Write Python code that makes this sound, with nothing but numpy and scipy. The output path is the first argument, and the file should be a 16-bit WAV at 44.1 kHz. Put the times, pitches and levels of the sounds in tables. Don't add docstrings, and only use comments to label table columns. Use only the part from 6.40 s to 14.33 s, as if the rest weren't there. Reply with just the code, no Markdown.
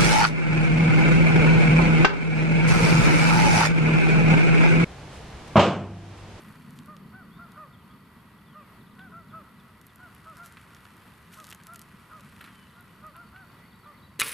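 import sys
import numpy as np
from scipy import signal
from scipy.fft import rfft, irfft, next_fast_len
from scipy.io import wavfile

SR = 44100
rng = np.random.default_rng(int(sys.argv[2]) if len(sys.argv) > 2 else 0)


def generate_wav(signal):
    frames = np.transpose(np.atleast_2d(signal))
    scaled = np.clip(frames, -1, 1) * 32767
    pcm = np.round(scaled).astype(np.int16)
    wavfile.write(sys.argv[1], SR, pcm)


N = 349757
TIME = np.arange(N) / SR

# frequency in Hz, relative level in dB.
TICK_SPECTRUM = [(1000, -38), (3000, 0), (5500, 0.5), (7200, 1.5), (10000, 1.5), (14000, -1), (16000, -58)]


def gain_of(db):
    return 10 ** (np.asarray(db) / 20)


def unit_rms(x):
    return x / np.sqrt(np.mean(x ** 2) + 1e-20)


def value_at(points, hz):
    frequencies, values = np.transpose(points)
    return np.interp(np.log(hz + 1), np.log(frequencies + 1), values)


def envelope(rows):
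    return gain_of(np.interp(TIME, *np.transpose(rows)))


def add(mix, start_s, sound):
    part = mix[round(start_s * SR):][:len(sound)]
    part += sound[:len(part)]


def impulse(spectrum, size=2048):
    hz = abs(np.fft.fftfreq(size, 1 / SR))
    log_gain = np.log(gain_of(np.maximum(value_at(spectrum, hz), -100)))
    click = np.fft.ifft(np.exp(np.conj(signal.hilbert(log_gain)))).real
    return click / np.linalg.norm(click)


def filtered(x, spectrum):
    size = next_fast_len(N, real=True)
    response = gain_of(value_at(spectrum, np.fft.rfftfreq(size, 1 / SR)))
    return irfft(rfft(x, size) * response, size)[:N]


def noise(spectrum):
    return unit_rms(filtered(rng.standard_normal(N), spectrum))


def drift(per_s):
    points = rng.standard_normal(int(per_s * N / SR) + 4)
    return unit_rms(signal.resample(points, next_fast_len(N, real=True))[:N])


def burst(spectrum, decay_s):
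    t = TIME[:SR // 10]
    contact = rng.choice([-1., 1.], len(t)) * np.exp(-t / decay_s)
    return signal.fftconvolve(contact, impulse(spectrum))


def stereo(x, side_db):
    smear = burst([(2500, 4), (4500, -5), (8000, -3), (12500, -4), (16000, 4)], decay_s=0.0052)
    side = unit_rms(signal.fftconvolve(x, smear)[:N]) * np.std(x)
    return x + np.array([[1], [-1]]) * gain_of(side_db) * side


def scattered(x, scatter_s):
    response = burst([(500, 0), (1400, -4), (4000, -4.5)], scatter_s)
    return signal.fftconvolve(x, response / np.linalg.norm(response))[:N]


def through_trees(x):
    return gain_of(-1) * x + gain_of(-10) * scattered(x, scatter_s=.014)


def bank_echoes(x):
    # delay in seconds, gain in dB, scatter time in seconds.
    reflections = [(.008, -24.5, 0.014), (.062, -20.5, 0.011), (.31, -19, .016)]
    out = np.zeros(N)
    for delay, db, scatter_s in reflections:
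        add(out, delay, gain_of(db) * scattered(x, scatter_s))
    return out


def shore_reverb(x, blend=0.9, build_s=0.024):
    # frequency in Hz, time to fall 60 dB in seconds.
    decay_times = [(300, 1.2), (1300, 1.25), (4000, 2.8), (10000, 1.3)]
    hz, t, bands = signal.stft(rng.standard_normal((2, SR)), SR, nperseg=256)
    decay = gain_of(-60 * t / value_at(decay_times, hz)[:, None])
    tail = signal.istft(bands * decay * (1 - np.exp(-t / build_s)), SR, nperseg=256)[1]
    tail += blend * (tail[::-1] - tail) / 2
    return signal.fftconvolve(x[None], tail / np.linalg.norm(tail[0]), axes=1)[:, :N]


def air_and_wind(wash_db=-58, wind_db=-57.5, rumble_trim_db=-1, throb_db=2):
    # frequency in Hz, relative level in dB.
    wash_spectrum = [(100, -9), (280, -0.5), (420, -4.5), (600, -6.5), (800, -7), (950, 0.5), (1300, 1),
                     (1640, -8), (2000, -9.5), (2930, -13.5), (4500, -20), (6300, -30.5), (8300, -26),
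                     (10500, -21.5), (13800, -19.5), (14600, -68)]
    wind_spectrum = [(20, -37), (40, -15.5), (70, -2.5), (110, -0.5), (160, -2), (260, -12.5), (420, -18),
                     (900, -72)]
    rumble_spectrum = [(70, -26), (120, -11), (175, -2.5), (220, -3), (260, -11.5), (310, -22),
                       (420, -22.5), (800, -64)]
    # time in seconds, relative level in dB.
    rumble_levels = [(0.0, -52.5), (0.04, -49.5), (0.41, -47), (1.34, -54), (2.22, -57), (2.74, -48),
                     (3.39, -60), (5.14, -60), (5.85, -55.5), (7.75, -60.5)]
    # frequency in Hz, side level relative to mid in dB.
    width = [(60, -13), (150, -20.5), (380, -9.5), (950, -14.5), (2380, -4.5), (5980, -1), (15000, -35)]
    wash = gain_of(wash_db + drift(6.8))
    gust = gain_of(wind_db + drift(10))
    throb = envelope(rumble_levels) * gain_of(rumble_trim_db + throb_db * drift(28))
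    mid, side = (wash * noise(wash_spectrum) + gust * noise(wind_spectrum)
                 + throb * noise(rumble_spectrum) for _ in range(2))
    return mid + np.array([[1], [-1]]) * filtered(side, width)


def insects(trill_hz=4480, pulses_per_s=44, sweep_hz=380, tone_hz=1948, tone_db=-69, chorus_db=-72.5):
    # time in seconds, relative level in dB.
    trill_levels = [(0, -71), (2.1, -75), (2.6, -75.5), (6.4, -78), (6.8, -68.5), (7.9, -69)]
    # frequency in Hz, relative level in dB.
    chorus_spectrum = [(1650, -36), (1870, -1.5), (1960, -0.5), (2060, -7.5), (2300, -39)]
    cycle = np.cumsum(pulses_per_s * (1 + .12 * drift(50))) / SR % 1
    hz = trill_hz - sweep_hz * (cycle - .5) + 40 * drift(120)
    pulses = np.sin(np.pi * cycle) ** 2 * gain_of(1 + 2.3 * drift(40))
    trill = envelope(trill_levels) * pulses * np.sin(2 * np.pi * np.cumsum(hz) / SR)
    tone = np.sin(2 * np.pi * np.cumsum(tone_hz + 3 * drift(30)) / SR)
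    tone *= gain_of(tone_db) * (1 + 0.25 * drift(70))
    return through_trees(trill) + tone + gain_of(chorus_db) * noise(chorus_spectrum)


def songbirds(chip_hz=(4300, 3180), waver_share=0.013, flutter_db=0.5, boost_db=8.5, edge_s=0.0062):
    # start in seconds, number of chips, spacing and chip length in
    # seconds, relative level in dB, swell over the chip in dB.
    chip_runs = [(2.402, 3, .052, .024, -73, 5), (2.583, 4, .296, .04, -74, 14),
                 (6.284, 3, .052, .027, -73, -3), (7.166, 4, .135, .038, -75, 4)]
    # start and length in seconds, first and last pitch in Hz, relative level in dB.
    whistles = [(.91, 0.082, 3290, 3770, -72), (1.326, 0.033, 3830, 3100, -70),
                (1.375, .06, 3400, 2950, -79), (1.496, 0.033, 3120, 3500, -73),
                (1.78, 0.036, 3090, 3390, -77), (1.98, 0.017, 3720, 3050, -73),
                (2.057, 0.27, 3690, 1850, -76), (6.088, 0.19, 3210, 2900, -73),
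                (7.333, 0.04, 3800, 3910, -74), (7.205, 0.065, 1870, 2230, -68),
                (7.507, 0.057, 1764, 2200, -67), (7.619, 0.051, 3850, 3950, -70)]
    out, waver, flutter = np.zeros(N), drift(440), drift(90)
    notes = [(start + k * spacing, length, *chip_hz, db, swell_db)
             for start, count, spacing, length, db, swell_db in chip_runs for k in range(count)]
    notes += [(*whistle, 0) for whistle in whistles]
    for start, length, first_hz, last_hz, db, swell_db in notes:
        t = TIME[:round(length * SR)]
        hz = np.geomspace(first_hz, last_hz, len(t))
        hz *= 1 + waver_share * waver[round(start * SR):][:len(t)]
        fade = np.minimum(np.minimum(t, t[::-1]) / edge_s, 1)
        swell = gain_of(db + swell_db * (t / length - .5))
        add(out, start, fade * swell * np.sin(2 * np.pi * np.cumsum(hz) / SR))
    return out * gain_of(boost_db - flutter_db * flutter)


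def crows(scoop_share=0.0554, scoop_s=0.0276, droop_per_s2=48, jitter_share=0.0051, shimmer_db=0.86,
          onset_s=0.018, release_s=0.056, rasp_s=0.022, hoarse_db=-26):
    # time of the pitch peak, rise and fall in seconds, peak pitch in Hz,
    # relative level of the call in dB, relative level of its opening rasp in dB.
    calls = [(.511, .031, .06, 618, -49, -6), (.775, .042, .068, 770, -52.5, -3),
             (1.025, .04, .05, 699, -50, -3), (1.205, .035, .064, 626, -46.5, -6),
             (2.178, .03, .062, 616, -50, -5), (2.635, .047, .064, 775, -52, -4),
             (2.778, .05, .052, 686, -48.5, -3), (2.963, .03, .062, 657, -45.5, -4),
             (3.628, .028, .068, 736, -51.5, -3), (3.889, .026, .06, 654, -48.5, -5),
             (4.025, .04, .047, 704, -49, -2), (4.997, .02, .058, 634, -51.5, -1),
             (5.332, .05, .045, 694, -50, -4), (5.75, .03, .062, 635, -51, 1),
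             (6.4, .04, .05, 720, -58.5, -4), (6.662, .03, .056, 628, -47.5, -6),
             (6.81, .05, .048, 703, -51, -3), (6.992, .05, .066, 776, -53, -2),
             (7.485, .028, .056, 602, -53, -5)]
    # frequency in Hz, relative level in dB.
    formants = [(520, -10.5), (640, -12.5), (780, -14.5), (1050, -2.5), (1260, 1.5), (1420, 1.5),
                (1550, -3.5), (1900, -22), (2300, -25), (3000, -37)]
    rasp_spectrum = [(700, -59), (1020, 11.5), (1200, 2.5), (1430, 12.5), (1750, -11), (3000, -48)]
    out, jitter, shimmer = np.zeros(N), drift(250), drift(200)
    rasp = noise(rasp_spectrum)
    for peak_s, rise, fall, peak_hz, db, rasp_db in calls:
        span = slice(round((peak_s - .1) * SR), round((peak_s + .1) * SR))
        t = TIME[span] - peak_s
        scoop = scoop_share * (1 - np.exp(-(t / scoop_s) ** 2))
        sag = np.where(t < 0, scoop, droop_per_s2 * t ** 2)
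        pitch = peak_hz * (1 - sag) * (1 + jitter_share * jitter[span])
        phase = 2 * np.pi * np.cumsum(pitch) / SR
        attack = np.clip((t + rise + 0.0076) / onset_s, 0, 1)
        release = np.clip((fall + 0.011 - t) / release_s, 0, 1)
        swell = attack * release
        voice = sum(gain_of(value_at(formants, k * pitch)) * swell ** (0.61 * k ** 1.06)
                    * np.sin(k * phase) for k in range(1, 5))
        voice *= gain_of(shimmer_db * shimmer[span])
        voice *= gain_of(0.46) / np.std(voice[(t > -rise) & (t < fall)])
        opening = gain_of(rasp_db - 1.7) * np.exp(-((t + rise - 0.00096) / rasp_s) ** 2)
        roughness = opening + gain_of(hoarse_db) * swell
        out[span] += gain_of(db) * (voice + roughness * rasp[span])
    return out


def tick(tilt_db_per_octave, pivot_hz=7000, shiver_db=-16, rattle_db=-34):
    spectrum = [(hz, db + tilt_db_per_octave * np.log2(hz / pivot_hz)) for hz, db in TICK_SPECTRUM]
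    out = gain_of(shiver_db) * burst(spectrum, decay_s=0.0011)
    out += gain_of(rattle_db) * burst(spectrum, decay_s=0.0091)
    add(out, 0, impulse(spectrum))
    return out


def bow_handling(tick_trim_db=-1, body_db=-27, grain_db=3, faint_ticks_per_s=12, faint_tick_db=17.5):
    # time in seconds, level in dB.
    rustle_levels = [(0, -60), (.4, -64), (.6, -71), (3.15, -68.5), (3.5, -64.5), (4.05, -59.5), (4.3, -60),
                     (4.86, -62.5), (4.94, -60), (5.22, -60.5), (5.7, -61.5), (6.06, -57), (6.35, -64),
                     (7.7, -67.5)]
    # frequency in Hz, relative level in dB.
    rustle_spectrum = [(400, -23), (1500, 14), (2600, 7.5), (4000, 0), (6500, -5.5), (11000, -2.5),
                       (14000, -12), (16000, -58)]
    knock_spectrum = [(300, -10), (900, -5.5), (1400, 4), (2800, -2.5), (4200, -10), (6000, -33),
                      (12000, -19), (15000, -48)]
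    # start in seconds, relative level in dB, tilt in dB per octave.
    ticks = [(0.3073, -37.5, 1), (.3894, -31, -6), (.4593, -35, 7), (0.567, -33.5, -6), (1.1198, -38, -2),
             (3.4143, -34.5, 4), (3.4676, -31, 9), (3.559, -33.5, 11), (3.7491, -32, 13), (3.97, -32, -0.5),
             (4.0605, -26.5, 4), (4.124, -35, 2), (4.3483, -32.5, -4), (4.4524, -37, -6), (4.568, -38, 4),
             (5.0014, -26.5, -3), (5.0429, -26.5, -5), (5.0502, -31, -2), (5.0688, -30, -1),
             (5.0906, -30, -2), (5.101, -29.5, 5), (5.1062, -22, .3), (5.114, -28, -4), (5.126, -30, -6),
             (5.1294, -27, 1), (5.1478, -25, 3.5), (5.236, -34, 2), (5.2694, -25, 1.5), (5.336, -29, 7),
             (5.3457, -31.5, 3), (5.3592, -23.5, 1), (5.3934, -26.5, 3), (5.4164, -26.5, -0.5),
             (5.4219, -37, 3), (5.8076, -33, -1), (6.013, -34, 11), (6.0424, -36, 8), (6.4083, -36, 16),
             (6.667, -38, 4), (6.766, -37, 15)]
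    # start in seconds, level in dB, decay in seconds.
    knocks = [(2.592, -46.5, .005), (4.17, -43.5, 0.0088), (4.4535, -43, 0.0022), (4.935, -47, 0.0081),
              (5.001, -48, .003), (5.079, -46.5, 0.0046), (5.1153, -43, .0015), (5.1255, -36, 0.0013),
              (5.1295, -36, 0.0012), (5.148, -44, .001), (5.2, -51, 0.0061), (6.008, -43, 0.014),
              (6.041, -42.5, 0.011), (6.075, -50, 0.017), (6.757, -51.5, 0.011), (6.961, -49, .007)]
    # centre and half length in seconds, level in dB.
    scrapes = [(.372, 0.013, -63), (3.982, .014, -62), (4.061, 0.024, -57), (4.937, .013, -54),
               (4.976, 0.029, -61), (5.054, 0.052, -62), (5.361, 0.0037, -53)]
    motion = envelope(rustle_levels)
    out = motion * noise(rustle_spectrum) * unit_rms(gain_of(grain_db * drift(350)))
    for start, db, tilt in ticks:
        click = tick(tilt) + gain_of(body_db) * burst(knock_spectrum, decay_s=0.0045)
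        add(out, start, gain_of(db + tick_trim_db) * click)
    for start, db, decay_s in knocks:
        add(out, start, gain_of(db) * burst(knock_spectrum, decay_s))
    scraping = sum(gain_of(db) * np.exp(-((TIME - centre) / half) ** 2) for centre, half, db in scrapes)
    out += scraping * noise(TICK_SPECTRUM) * unit_rms(gain_of(grain_db * drift(990)))
    struck = rng.random(N) < faint_ticks_per_s / SR * (motion / motion.max()) ** 2
    faint = struck * motion * gain_of(faint_tick_db + 3 * rng.uniform(-0.43, 1, N))
    return out + signal.fftconvolve(faint, tick(0))[:N]


def bow_shot(loose_s=7.7925, leave_s=7.8165, stop_s=0.0026, slide_db=-27, chatter_db=2, pluck_db=-18,
             catch_ring_db=-29, slap_ring_db=-23):
    # frequency in Hz, relative level in dB.
    scrape_spectrum = [(88, -53), (150, -36), (398, -7), (774, -23), (1260, -3), (2810, 2.5), (3220, -7),
                       (3920, 3.5), (4410, -7), (6640, -4), (7180, -8), (7920, 1.5), (8900, -4), (9820, 3),
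                       (16000, -17)]
    pluck_spectrum = [(120, -31), (300, -3), (400, -2), (520, -10), (800, -28), (3000, -39)]
    blow_spectrum = [(40, -47), (120, -25), (300, -17), (750, -19), (1150, 6.5), (1700, 3), (2300, 10.5),
                     (2900, -7), (3800, -5), (5000, -26), (12000, -32)]
    # frequency in Hz, relative level in dB, time to fall 60 dB in seconds.
    bow_modes = [(115, -25, 0.28), (267, -21, 0.32), (350, -20, 0.23), (562, -21, 0.33), (1160, -2, 0.098),
                 (1360, -3, 0.092), (1530, -7, .07), (1775, 6, 0.083), (1965, -14, .04), (2230, -9, 0.061),
                 (2443, 0, 0.07), (2703, -4, 0.07), (2912, 11, 0.083), (3766, -6, 0.066)]
    # start in seconds, level in dB, decay in seconds.
    catches = [(7.7989, -12.5, 0.0012), (7.8089, -18, 0.0012), (7.817, -19, 0.001)]
    # start in seconds, peak level in dB.
    slaps = [(7.817, -12.5), (7.81785, -14), (7.8223, -25)]
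    speed = np.clip((TIME - loose_s) / (leave_s - loose_s), 0, 1)
    friction = gain_of(slide_db) * speed ** 0.31 * np.exp(-np.maximum(TIME - leave_s, 0) / stop_s)
    out = friction * noise(scrape_spectrum) * unit_rms(gain_of(chatter_db * drift(900)))
    add(out, loose_s, gain_of(pluck_db) * impulse(pluck_spectrum))
    t = TIME[:SR // 2]
    ring = sum(gain_of(db - 60 * t / t60) * np.sin(2 * np.pi * hz * t) for hz, db, t60 in bow_modes)
    for start, db, decay_s in catches:
        add(out, start, gain_of(db) * burst(scrape_spectrum, decay_s))
        add(out, start, gain_of(db + catch_ring_db) * ring)
    blow = impulse(blow_spectrum)
    for start, db in slaps:
        add(out, start, gain_of(db) * blow / abs(blow).max())
        add(out, start, gain_of(db + slap_ring_db) * ring)
    return out


def line_runout(start_s=7.82, loops_per_s=290, flick_db=12, jerk_db=9, jerk_s=0.012, slap_s=7.887,
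                slap_db=8.9, whirr_db=-38.5, whirr_rise_s=0.0016, whizz_db=-39, whizz_rise_s=0.013):
    # frequency in Hz, relative level in dB.
    whirr_spectrum = [(120, -61), (200, -35), (276, -17), (308, -21), (408, -7.5), (564, -9.5), (812, -29),
                      (880, -7.5), (2260, -1.5), (5000, -11), (6500, -19), (11000, -120)]
    whizz_spectrum = [(2940, -43), (5000, -21), (6380, -8), (7000, -14), (7600, -6), (9100, -4), (10100, 4),
                      (12300, -10), (14600, -7), (16000, -21)]
    age = np.maximum(TIME - start_s, 0)
    cycle = np.cumsum(loops_per_s * (1 + 0.25 * drift(300))) / SR % 1
    flicks = unit_rms(gain_of(flick_db * np.exp(-cycle / 0.18) + 3 * drift(400)))
    slap = np.exp(-((TIME - slap_s) / 0.0051) ** 2)
    whirr = np.minimum(age / whirr_rise_s, 1) * gain_of(whirr_db + jerk_db * np.exp(-age / jerk_s))
    whirr *= noise(whirr_spectrum) * unit_rms(np.sqrt(flicks))
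    whizz = np.minimum(age / whizz_rise_s, 1) * gain_of(whizz_db + slap_db * slap)
    whizz *= noise(whizz_spectrum) * flicks
    return whirr + whizz


def scene(crow_reverb_db=-15, song_reverb_db=-10):
    caws, song = crows(), through_trees(songbirds())
    reverb = shore_reverb(gain_of(crow_reverb_db) * caws + gain_of(song_reverb_db) * song)
    birds = stereo(caws + song + bank_echoes(caws + song), side_db=-16)
    wildlife = birds + reverb + stereo(insects(), side_db=-10.5)
    wildlife *= gain_of([[.7], [-.7]])
    archer = stereo(bow_handling() + bow_shot() + line_runout(), side_db=-20.5)
    return air_and_wind() + wildlife + archer


def record(dry, cutoff_hz=15650):
    lowpass = signal.firwin(301, cutoff_hz, window=("kaiser", 9), fs=SR)
    return signal.oaconvolve(dry, lowpass[None], "same")


dry = scene()
out = record(dry)
generate_wav(out)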